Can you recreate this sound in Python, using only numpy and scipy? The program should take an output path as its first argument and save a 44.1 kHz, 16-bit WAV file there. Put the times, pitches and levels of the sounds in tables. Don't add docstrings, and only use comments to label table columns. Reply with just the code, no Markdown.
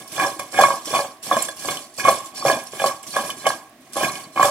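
import sys
import numpy as np
from scipy import signal
from scipy.fft import rfft, irfft, next_fast_len
from scipy.io import wavfile
from scipy.ndimage import uniform_filter1d, minimum_filter1d

SR = 44100
rng = np.random.default_rng(int(sys.argv[2]) if len(sys.argv) > 2 else 0)


def level_to_linear(level):
    exponent = np.asarray(level, float) / 20
    return 10 ** exponent


def generate_wav(sig):
    pcm = np.round(np.clip(np.atleast_2d(sig).T, -1, 1) * 32767).astype(np.int16)
    wavfile.write(sys.argv[1], SR, pcm)


N = 198711

# (f/Hz, width/Hz, level/dB)
LOW_MODES = [(567, 18.7, -11), (619, 39, -9.5), (655.5, 29.7, -9.5), (751, 23.5, -11.5), (776.4, 34, -7.5),
             (771, 39, -5.5), (1110, 9.5, -29), (993, 9.4, -16.5), (1060, 27.7, -5), (1105.5, 26.7, -4),
             (1121.7, 17.3, -7.5)]
# (f/Hz, width/Hz, level/dB)
WALL_MODES = [(1619.4, 20, -3.5), (1661.5, 31.3, 5.5), (2190, 17.3, -2), (2414, 48.6, 6), (3045, 63, 4.5),
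              (3416, 25.4, -0.5)]
# (f/Hz, width/Hz, level/dB)
HIGH_MODES = [(4103, 26, -2.5), (4510, 50, 4), (5430, 57, 4), (5820, 21, -3.5), (6100, 63, 1),
              (7110, 37, -0.5), (7450, 17, -2.5), (7710, 78, 3.5), (8740, 86, 1.5), (9360, 91, 3.5),
              (10340, 110, 4.5)]
# (f/Hz, level/dB per Hz)
WET_HISS = [(1940, -10), (3300, -1.5), (3500, 0.5), (3850, -7), (4470, -3.5), (4930, -4), (5410, 1),
            (6630, -3), (7410, -2.5), (8290, -1.5), (10300, -2.5), (14900, -15), (15900, -25)]
# (f/Hz, likeness from 0 to 1)
LIKENESS = [(30, .72), (60, .965), (125, .99), (300, .993), (700, 0.98), (1400, 0.72), (3000, 0.05),
            (15000, 0)]
WANDER = 0.013


def evened(x):
    return x / np.sqrt(np.mean(x ** 2) + 1e-20)


def read(points, hz):
    f, value = np.transpose(points)
    return np.interp(np.log(hz + 1), np.log(f + 1), value)


def half_turn(hz):
    return np.arccos(np.clip(read(LIKENESS, hz), -1, 1)) / 2


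def paired(a, b, shape):
    size = next_fast_len(N)
    hz = np.fft.rfftfreq(size, 1 / SR)
    turn = half_turn(hz)
    middle = rfft(a, size) * np.cos(turn)
    side = rfft(b, size) * np.sin(turn)
    both = np.array([middle + side, middle - side]) * level_to_linear(read(shape, hz))
    return evened(irfft(both, size)[:, :N])


def knocks(per_s, spread_db):
    size_db = spread_db * np.minimum(rng.exponential(1, N), 4)
    size = level_to_linear(size_db) * rng.choice([-1., 1.], N)
    return evened(size * (rng.random(N) < per_s / SR))


def scattered(drive, uneven):
    return lambda hz: drive * (1 + uneven * rng.standard_normal(N))


def bent(hz, wander):
    turns_per_s = 14
    t = np.arange(N) / SR
    drift = np.interp(t * turns_per_s, np.arange(200), rng.standard_normal(200))
    return np.exp(2j * np.pi * hz * wander * np.cumsum(drift) / SR)


def ring(drive, modes, wander=0):
    swing_in_hz = 540
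    out = np.zeros((2, N))
    for hz, width, db in modes:
        pole = np.exp((2j * hz - abs(width)) * np.pi / SR)
        swing_in = np.exp((2j * hz - swing_in_hz) * np.pi / SR)
        bend = bent(hz, wander) if wander else 1
        decay = np.convolve([1, -pole], [1, -swing_in])
        mode = bend * signal.lfilter([1 - abs(swing_in)], decay, drive(hz) / bend)
        turn = half_turn(hz) * rng.choice([-1, 1])
        out += level_to_linear(db) * (mode * np.exp(1j * turn * np.array([[1], [-1]]))).imag
    lowest_hz = 0.81 * min(modes)[0]
    rumble_cut = signal.butter(N=4, Wn=lowest_hz, btype="high", fs=SR, output="sos")
    return signal.sosfilt(rumble_cut, out)


def patchy(x, depth_db):
    top_db = 7
    z = signal.stft(x, nperseg=512)[2]
    fine, wide = rng.standard_normal((2,) + z.shape[1:])
    fine = evened(uniform_filter1d(uniform_filter1d(fine, size=2, axis=0), size=4, axis=1))
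    wide = evened(uniform_filter1d(uniform_filter1d(wide, size=14, axis=0), size=3, axis=1))
    patch_db = np.minimum(depth_db * (1.4 * fine + 2.1 * wide), top_db)
    return evened(signal.istft(z * level_to_linear(patch_db), nperseg=512)[1][:, :N])


def motion(rows, rest_db):
    break_db_per_s = 2500
    t = np.arange(0, N / SR, .001)
    s, db, swell, lead, fall = np.transpose(rows)[..., None]
    lead = abs(lead)
    swelling = swell * np.clip(s - t, 0, lead)
    breaking = break_db_per_s * np.maximum(s - lead - t, 0)
    falling = abs(fall) * np.maximum(t - s, 0)
    level = np.maximum((db - swelling - breaking - falling).max(0), rest_db)
    return np.interp(np.arange(N) / SR, t, level)


def heap(base_db=0, share=1, rest_db=-66):
    # (peak t/s, level/dB, swell/(dB/s), first contact to peak/s, fall/(dB/s))
    tosses = [(0, -31.5, 300, .01, 144), (.22, -11.5, 253, 0.16, 197), (.401, -26, 53, 0.007, 157),
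              (.6, -9.5, 305, 0.069, 142), (.95, -14.5, 287, 0.12, 163), (1.33, -15, 313, 0.13, 129),
              (1.71, -18, 179, 0.16, 193), (2.02, -24, 104, 0.0364, 155), (2.09, -14, 53, 0.0473, 169),
              (2.44, -24.5, 135, 0.114, 150), (2.5, -12, 44, 0.04, 184), (2.75, -30, 50, 0.021, 79),
              (2.87, -18, 53, 0.074, 231), (3.1, -38, 46, 0.065, 100), (3.17, -18, 308, 0.039, 90),
              (3.465, -18, 300, 0.011, 192), (3.45, -30, 104, 0.046, 92), (3.94, -42.5, 77, 0.13, 100),
              (3.98, -20.5, 102, 0.011, 101), (4.05, -12, 106, 0.044, 238), (4.2, -33, -71, .1, 101),
              (4.38, -17, 299, 0.0051, 98), (4.365, -29, 50, 0.0053, 100), (4.45, -9.5, 143, 0.09, 393)]
    return level_to_linear(base_db + share * motion(tosses, rest_db))


def room_tone():
    # (f/Hz, level/dB per Hz)
    tone_colour = [(35, -72), (60, -21), (192, -28.5), (248, -8), (351, -14.5), (509, -31), (627, -9),
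                   (869, -25.5), (1450, -27), (1670, -24), (15500, -39)]
    return level_to_linear(-51) * paired(*rng.standard_normal((2, N)), tone_colour)


def patter():
    return level_to_linear(-41.0) * ring(scattered(knocks(900, 3.26) * heap(), 2.11), LOW_MODES, WANDER)


def thud():
    # (f/Hz, level/dB per Hz)
    bump_colour = [(29, -59), (50, -23), (124, 1), (311, -1), (345, 1), (445, -3.5), (480, -2),
                   (620, -23.5), (1060, -120)]
    # (f/Hz, width/Hz, level/dB)
    air_modes = [(252, 26, -6.5), (313, 46, 1)]
    boom = evened(ring(scattered(knocks(200, 2.5), 0.46), air_modes, WANDER))
    bumps = paired(knocks(400, 3.1), knocks(350, 16.0), bump_colour)
    follow = heap(base_db=-24.5, share=0.73, rest_db=-47.5)
    return follow * (bumps + level_to_linear(-5.0) * boom)


def scrape():
    # (f/Hz, level/dB per Hz)
    rasp_colour = [(900, -48), (1400, -20), (2300, 17.5), (2750, -4), (3700, 6.5), (4200, -3)]
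    rung = evened(ring(scattered(knocks(350, 3.7), 2.1), WALL_MODES))
    rasp = patchy(paired(knocks(2500, 3.5), knocks(2500, 3.5), rasp_colour), 5.5)
    return heap(base_db=-10, share=0.94) * (level_to_linear(-5.0) * rung + level_to_linear(-12.0) * rasp)


def slide():
    # (end t/s, level/dB, swell/(dB/s), slip length/s, fall/(dB/s))
    slips = [(0, -36, 200, 0.0057, 196), (.11, -40, 141, 0.041, 100), (.26, -29, 21, 0.14, 129),
             (.397, -30.5, -300, 0.0025, 702), (.41, -40.5, -50, .015, 66), (.6, -28, 110, 0.083, 300),
             (.68, -28, -86, 0.069, 95), (.99, -27.5, 36, 0.14, 152), (1.28, -29, 30, .045, 110),
             (1.44, -28.5, 25, 0.21, 140), (1.72, -27.5, 61, 0.15, 128), (1.95, -44, 20, 0.01, 40),
             (2.005, -27.5, 200, 0.024, 298), (2.1, -23.5, 121, 0.055, 132), (2.38, -33.5, 112, 0.031, 149),
             (2.49, -24.5, 120, 0.047, 113), (2.67, -40, 98, .05, 168), (2.87, -27, 84, 0.15, 168),
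             (3.31, -31.5, 13, 0.241, 273), (3.44, -37.5, 42, 0.072, 104), (3.47, -23.5, 300, 0.0026, 172),
             (3.84, -55, 62, 0.03, 151), (3.9, -54, 41, 0.044, 105), (3.98, -35.5, 145, 0.055, 198),
             (4.06, -30, -16, 0.095, 92), (4.22, -38.5, -37, .12, 245), (4.45, -24.5, 203, 0.13, 143)]
    slow_noise = uniform_filter1d(rng.standard_normal(N), round(0.011 * SR))
    clumps = level_to_linear(0.43 * evened(slow_noise))
    rung = evened(ring(scattered(knocks(450, 4.44), 3.2), HIGH_MODES))
    hiss = patchy(paired(knocks(6000, 2.1), knocks(5000, 1.9), WET_HISS), 1.1)
    return level_to_linear(motion(slips, rest_db=-75)) * clumps * (level_to_linear(-5) * rung + level_to_linear(-3.0) * hiss)


def pops():
    # (t/s, peak level/dB)
    pop_times = [(0.079, -31), (0.3444, -36), (0.394, -24.5), (0.4324, -34), (0.478, -38), (0.612, -17),
                 (1.4247, -11), (1.564, -30.5), (2.108, -15.5), (2.637, -27), (3.028, -32), (3.6626, -53),
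                 (3.695, -44), (3.8013, -59), (3.807, -45), (3.9025, -45), (4.2406, -51), (4.4513, -21)]
    s, peak_db = np.transpose(pop_times)
    starts = np.zeros(N)
    starts[np.round(s * SR).astype(int)] = level_to_linear(peak_db)
    fade_s = 0.0055
    burst = signal.lfilter([1], [1, -np.exp(-1 / (fade_s * SR))], starts)
    treble = [(5500, -35), (9000, -1), (11500, -1), (16000, -20.5)]  # (f/Hz, level/dB per Hz)
    return level_to_linear(-7.5) * burst * paired(*rng.standard_normal((2, N)), treble)


def ticks():
    # (t/s, peak level/dB, brightest f/Hz, fade/s)
    tick_times = [(0.1166, -49, 6100, 0.017), (0.265, -19.5, 5430, 0.0099), (0.3931, -20.5, 3630, 0.018),
                  (0.612, -14.5, 6100, 0.006), (0.9447, -18, 3430, 0.0021), (1.235, -38, 7800, 0.0057),
                  (1.3653, -22, 7100, 0.024), (1.4218, -7.5, 7700, 0.001), (1.484, -18.5, 3570, 0.0042),
                  (1.6868, -14.5, 3270, 0.003), (1.7704, -17.5, 3110, 0.0031), (1.994, -26, 5820, 0.013),
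                  (2.05, -14, 3320, 0.0019), (2.0827, -15, 5900, 0.0051), (2.258, -26, 6960, 0.032),
                  (2.45, -19, 5300, 0.0049), (2.8165, -19, 3300, 0.0026), (2.861, -14, 4400, 0.014),
                  (3.03, -27.5, 8000, 0.034), (3.1638, -16.5, 3520, 0.034), (3.302, -17, 3040, 0.0041),
                  (3.4673, -9.5, 3000, 0.0029), (3.933, -22.5, 8500, 0.03), (3.972, -18.5, 3700, 0.013),
                  (4.029, -17, 3200, 0.05), (4.36, -41, 3200, 0.0033), (4.4283, -10.5, 6750, 0.0053),
                  (4.4528, -11, 8500, 0.042), (0.197, -23, 3050, .005), (0.538, -24, 5260, 0.011),
                  (0.589, -20.5, 5470, 0.0072), (0.856, -24, 5400, 0.0098), (0.9604, -18, 3420, .005),
                  (1.9664, -30, 8100, .008), (1.9834, -26, 6940, 0.0073), (2.2458, -31, 7050, 0.0065),
                  (2.3565, -36, 8760, .008), (2.37, -28, 5450, 0.011), (2.481, -16, 5820, 0.0041),
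                  (2.6695, -28, 5530, 0.0056), (2.797, -23, 3400, .005), (2.868, -18, 3030, .005),
                  (3.0726, -35, 5430, 0.012), (4.24, -30, 4100, 0.0063)]
    s, peak_db, bright_hz, fade_s = np.transpose(tick_times)
    at = np.round(s * SR).astype(int)
    t = np.arange(3000) / SR
    burst = np.zeros(N + 3000)
    for k, db, fade in zip(at, peak_db, fade_s):
        shape = np.exp(-t / max(fade, .001)) + 0.13 * np.exp(-t / 0.00097)
        burst[k:k + len(t)] += level_to_linear(db) * shape

    def drive(hz):
        octaves_off = abs(np.log2(bright_hz / hz))
        x = np.zeros(N)
        x[at] = level_to_linear(peak_db - 55 * octaves_off + 1.5 * rng.standard_normal(len(s)))
        return x
    crack = burst[:N] * paired(*rng.standard_normal((2, N)), WET_HISS)
    return level_to_linear(-12.5) * crack + level_to_linear(-8.0) * ring(drive, WALL_MODES[4:] + HIGH_MODES)


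def thumps():
    # (t/s, peak level/dB, f/Hz)
    floor_knocks = [(0.128, -44, 280), (0.195, -30, 470), (0.224, -26, 312), (0.36, -31, 308),
                    (0.536, -31, 330), (0.586, -28.5, 210), (0.629, -22, 386), (0.867, -30, 295),
                    (0.872, -27, 470), (0.904, -25, 402), (0.924, -28, 394), (1.32, -27.5, 479),
                    (1.359, -22.5, 223), (1.645, -33.5, 258), (1.68, -21, 403), (2.045, -31, 426),
                    (2.07, -22, 277), (2.26, -38, 315), (2.492, -18, 370), (2.526, -21.5, 270),
                    (2.564, -28, 266), (2.73, -32, 390), (2.758, -35, 372), (2.852, -18, 370),
                    (3.185, -26, 423), (3.495, -32, 361), (3.954, -27, 317), (4.029, -18, 370),
                    (4.374, -32, 260), (4.442, -17, 425)]
    peak_cycles, sag_cycles = 1.63, 0.22
    out = np.zeros(N + SR)
    for s, db, hz in floor_knocks:
        turns = np.arange(round(12 * SR / hz)) * hz / SR
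        knock = turns * np.exp(1 - turns / peak_cycles) / peak_cycles / (turns + 0.38)
        knock *= np.sin(2 * np.pi * (turns + sag_cycles * (1 - np.exp(-turns))))
        out[round((s + .004) * SR):][:len(knock)] += level_to_linear(db) * knock
    return level_to_linear(1.5) * out[:N]


def blows():
    # (t/s, peak level/dB, low modes level/dB, wall modes level/dB against it)
    wedges = [(.179, -12, -5.5, -5), (.197, -4, -20, 1), (0.394, -12.5, -12, -12), (0.543, -14.5, -7, -1),
              (0.668, -14, -14, -9), (.767, -17.5, -7.5, -27), (.88, -24, -4.5, -7), (.989, -6, -7, -5),
              (1.045, -20.5, 2, -11), (1.325, -16, -36, -30), (1.352, -12, -30, -17),
              (1.486, -15, -6.5, -16), (1.685, -7, -15, -13.5), (1.768, -26, -7, -4.5),
              (1.996, -22, -22, 7), (2.096, -16, 7, -35), (2.424, -14, -40, -32), (2.542, -27, 8, -18),
              (2.798, -19.5, 0.5, 1), (2.818, -10.5, -2, -28), (2.84, -3.5, -4, -21), (2.868, -7, -22, -22),
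              (3.192, -15, -15, -2), (3.293, -13.5, -10, -11), (3.465, -1.5, -4.5, -12),
              (3.473, -14, -7, -6), (3.966, -7, -5.5, -55), (4.008, -12, -1, -21), (4.039, -17, -2, -33),
              (4.359, -23, 1, -9), (.262, -18.5, 2, -13), (0.276, -15, -11, -15), (.684, -14, 0, -10),
              (.722, -25, -0.5, -8), (.737, -9, -16, -27), (.929, -22, 2.5, -28), (1.001, -15, 2.5, -19),
              (1.319, -11, -2, -3), (1.395, -22.5, -26, -20), (1.405, -24, 1.5, -18), (2.527, -27, 8, 3),
              (2.57, -28.5, 9, -22), (2.91, -14, -38, -30), (3.159, -19.5, -1, -25), (3.187, -15, -1, -24),
              (3.236, -20, -4, -9), (3.247, -23, -3, -25), (4.046, -15, -15, -9), (4.1, -26, -26, -1),
              (4.489, -18, -4, -21)]
    # (t/s, peak level/dB, main ring f/Hz, floor modes level/dB, rim mode level/dB against it)
    landings = [(.246, 0.5, 980, -17, -43), (.588, 0, 1160, -11, 1.5), (0.598, 4.5, 1230, -13, -13),
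                (.61, 4.5, 1070, -37, -42), (.636, 9.5, 1087, -48, -13), (.704, 0.5, 1080, -17, -39),
                (.937, -5, 1060, -7, -22), (.967, -1.5, 1120, -13.5, -48), (1.312, 2.5, 1114, -26, -8.5),
                (1.366, 0, 1150, -10, -24), (2.05, 6, 1130, -24.5, -20), (2.071, -7, 1150, -5.5, -26),
                (2.0825, 7, 1120, -5.5, -18), (2.4504, -5, 1130, -1.5, -3), (2.483, 9, 1240, -21, -31),
                (2.498, 3, 1060, -17, -12.5), (2.859, -10, 1160, 1, 0.5), (3.165, 4.5, 1188, -16, -20.5),
                (3.456, -7.5, 1154, -33, -7), (3.502, -2, 1060, -40, -10.5),
                (4.374, -1.5, 1146, -38, -20.5), (4.395, 5, 1110, -27, -11.5),
                (4.428, 9.5, 1144, -18.5, -14.5), (4.4466, -4, 1120, -2, 2), (.224, -8.5, 1105, -27, -7),
                (.621, -2.5, 1060, -2, -16), (0.652, -13, 1110, -23, -14), (.947, 0, 1130, -31, -9),
                (.953, -3, 1150, -32, -17), (1.331, -6, 1130, -9, -26), (2.077, 0, 1100, -26, -20),
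                (2.092, -15.5, 1120, 10.5, 2.5), (2.115, -17, 1080, 2, 0), (2.515, -16, 1140, 4.5, -12),
                (2.895, -11, 1100, -20, -25), (4.411, 5.5, 1170, -23, -25), (4.455, -9, 1050, -5, -19),
                (4.483, -1, 1115, -18, -20)]
    # (t/s, peak level/dB)
    touches = [
        (0.146, -43),
        (.528, -23.5),
        (1.265, -22),
        (1.647, -17),
        (1.984, -21),
        (2.733, -25),
        (3.138, -21),
        (3.442, -20),
        (3.956, -19),
    ]
    group_edges = (700, 900, 1400)
    wedge_hz, touch_low_db, touch_wall_db = 1108, -6.5, -12.5
    rows = [row + (-19 - 0.6 * row[1],) for row in landings]
    rows += [(s, db, wedge_hz, low, low, wall) for s, db, low, wall in wedges]
    rows += [(s, db, wedge_hz, touch_low_db, touch_low_db, touch_wall_db) for s, db in touches]
    s, peak_db, main_hz, floor_db, rim_db, wall_db = np.transpose(rows)
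    late_s = rng.random((len(s), 3)) * [0, .006, .014]
    at = np.round((s[:, None] + late_s) * SR).astype(int)

    def drive(hz):
        groups = (floor_db + 9.5, rim_db + 3.0, -.08 * abs(main_hz - hz), wall_db + 2.0)
        mode_db = peak_db + groups[np.searchsorted(group_edges, hz)]
        contact_db = mode_db[:, None] + [0, -11, -14]
        x = np.zeros(N)
        x[at] = level_to_linear(contact_db + 2.5 * rng.standard_normal(at.shape))
        return x
    soft = signal.windows.hann(round(0.00065 * SR) + 2)
    blow_modes = [(hz, 0.93 * width, db) for hz, width, db in LOW_MODES] + WALL_MODES
    rung = ring(drive, blow_modes, WANDER)
    return level_to_linear(-8.5) * signal.oaconvolve(rung, soft[None] / soft.sum())[:, :N]


def pings():
    # (t/s, peak level/dB, ringing f/Hz)
    edge_hits = [(.166, -18, 3400), (.197, -30, 1650), (.198, -44, 2470), (.237, -10, 1650),
                 (.249, -17, 1620), (.3945, -22, 2330), (.584, -19, 1670), (.597, -32, 1650),
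                 (.636, -7, 2200), (.869, -26, 3450), (.944, -13, 2400), (.961, -8, 2520),
                 (.992, -25, 1650), (1.311, -21, 2420), (1.327, -34, 1650), (1.366, -13, 1560),
                 (1.486, -16.5, 1600), (1.684, -10.5, 2150), (2.05, -19, 2150), (2.09, -13, 2420),
                 (2.481, -8.5, 2430), (2.498, -5.5, 1700), (2.522, -21, 1650), (2.797, -25, 2310),
                 (2.818, -24, 1650), (2.818, -21, 2420), (2.835, -22, 2420), (2.86, -22, 1670),
                 (3.141, -23, 3420), (3.163, -10, 1650), (3.171, -28, 2420), (3.457, -22, 1650),
                 (3.457, -11, 2300), (3.467, -11, 1700), (3.503, -14, 1650), (2.06, -10, 2190),
                 (4.398, -15, 2190), (4.008, -24, 2300), (4.046, -10, 2380), (4.096, -15, 2270),
                 (4.154, -21, 3045), (.527, -32, 2420), (.527, -41, 1650), (4.374, -12, 2150),
                 (4.376, -40, 1650), (4.428, -5, 1650), (4.432, -34, 2440), (4.453, -18, 1650)]
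    s, peak_db, near_hz = np.transpose(edge_hits)

    def drive(hz):
        x = np.zeros(N)
        x[np.round(s * SR).astype(int)] = level_to_linear(peak_db - 60 * abs(np.log2(near_hz / hz)))
        return x
    return level_to_linear(-11.5) * ring(drive, WALL_MODES)


def drags():
    # (start t/s, length/s, level/dB, strongest f/Hz)
    edge_drags = [
        (0.575, 0.1, -24, 1574),
        (0.871, 0.024, -31, 3500),
        (1.984, 0.076, -36, 2310),
        (2.358, 0.1, -37, 5080),
        (2.727, 0.041, -44, 3400),
        (3.14, 0.015, -38.5, 3440),
        (4.374, 0.18, -42.5, 4630),
    ]
    s, length, db, near_hz = np.transpose(edge_drags)[..., None]
    along = (np.arange(N) / SR - s) / length
    fade = level_to_linear(db - 19 * np.clip(along, 0, 9) ** 3)
    chatter = knocks(977, 4.1) * fade * (along >= 0)

    def drive(hz):
        nearness = level_to_linear(-42 * abs(np.log2(near_hz[:, 0] / hz)))
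        return nearness @ chatter * rng.choice([-1., 1.], N)
    return level_to_linear(-20.0) * ring(drive, WALL_MODES + HIGH_MODES[:4])


def kitchen(x):
    # (f/Hz, t/s)
    echo_times = [(200, 0.097), (1000, 0.5), (4000, 0.25), (12000, 0.053)]
    taps = rng.choice([-1., 1.], (2, SR // 2)) * (rng.random((2, SR // 2)) < .05)
    taps[:, :300] = 0
    hz, t, z = signal.stft(taps, SR, nperseg=256)
    fade = level_to_linear(-60 * t / read(echo_times, hz)[:, None])
    tail = signal.istft(z * fade, SR, nperseg=256)[1]
    a, b = signal.fftconvolve(x.mean(0)[None], tail / np.linalg.norm(tail[0]), axes=1)[:, :N]
    return paired(a, b, [(20, 0), (20000, 0.0071)]) * np.std(a)


def scene():
    tone = room_tone()
    bowl = patter() + thud() + scrape() + slide() + pops()
    bowl = bowl + ticks() + thumps() + blows() + pings() + drags()
    return bowl + level_to_linear(-18) * kitchen(bowl) + tone


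def low_pass(x):
    return signal.sosfilt(signal.butter(12, 16090, fs=SR, output="sos"), x)


def record(dry):
    # (f/Hz, left minus right level/dB)
    balance = [(400, -.3), (1000, -1.8), (2000, -6), (4000, .5), (8000, -6.5), (14000, -8)]
    bass_hz, top_hz = 54.6, 16090
    size = next_fast_len(N)
    hz = np.fft.rfftfreq(size, 1 / SR)
    sides = level_to_linear(read(balance, hz) * np.array([[.5], [-.5]]))
    bass_loss = hz ** 2 / (hz ** 2 + bass_hz ** 2)
    x = irfft(rfft(dry, size) * sides * bass_loss * (hz < top_hz), size)[:, :N]
    peaks = -minimum_filter1d(-abs(x).max(0), size=150)
    crest = uniform_filter1d(peaks, size=100)
    mix = np.clip(x / np.maximum(crest / 1.25, 1), -1, 1)
    return low_pass(mix)


dry = scene()
out = record(dry)
generate_wav(out)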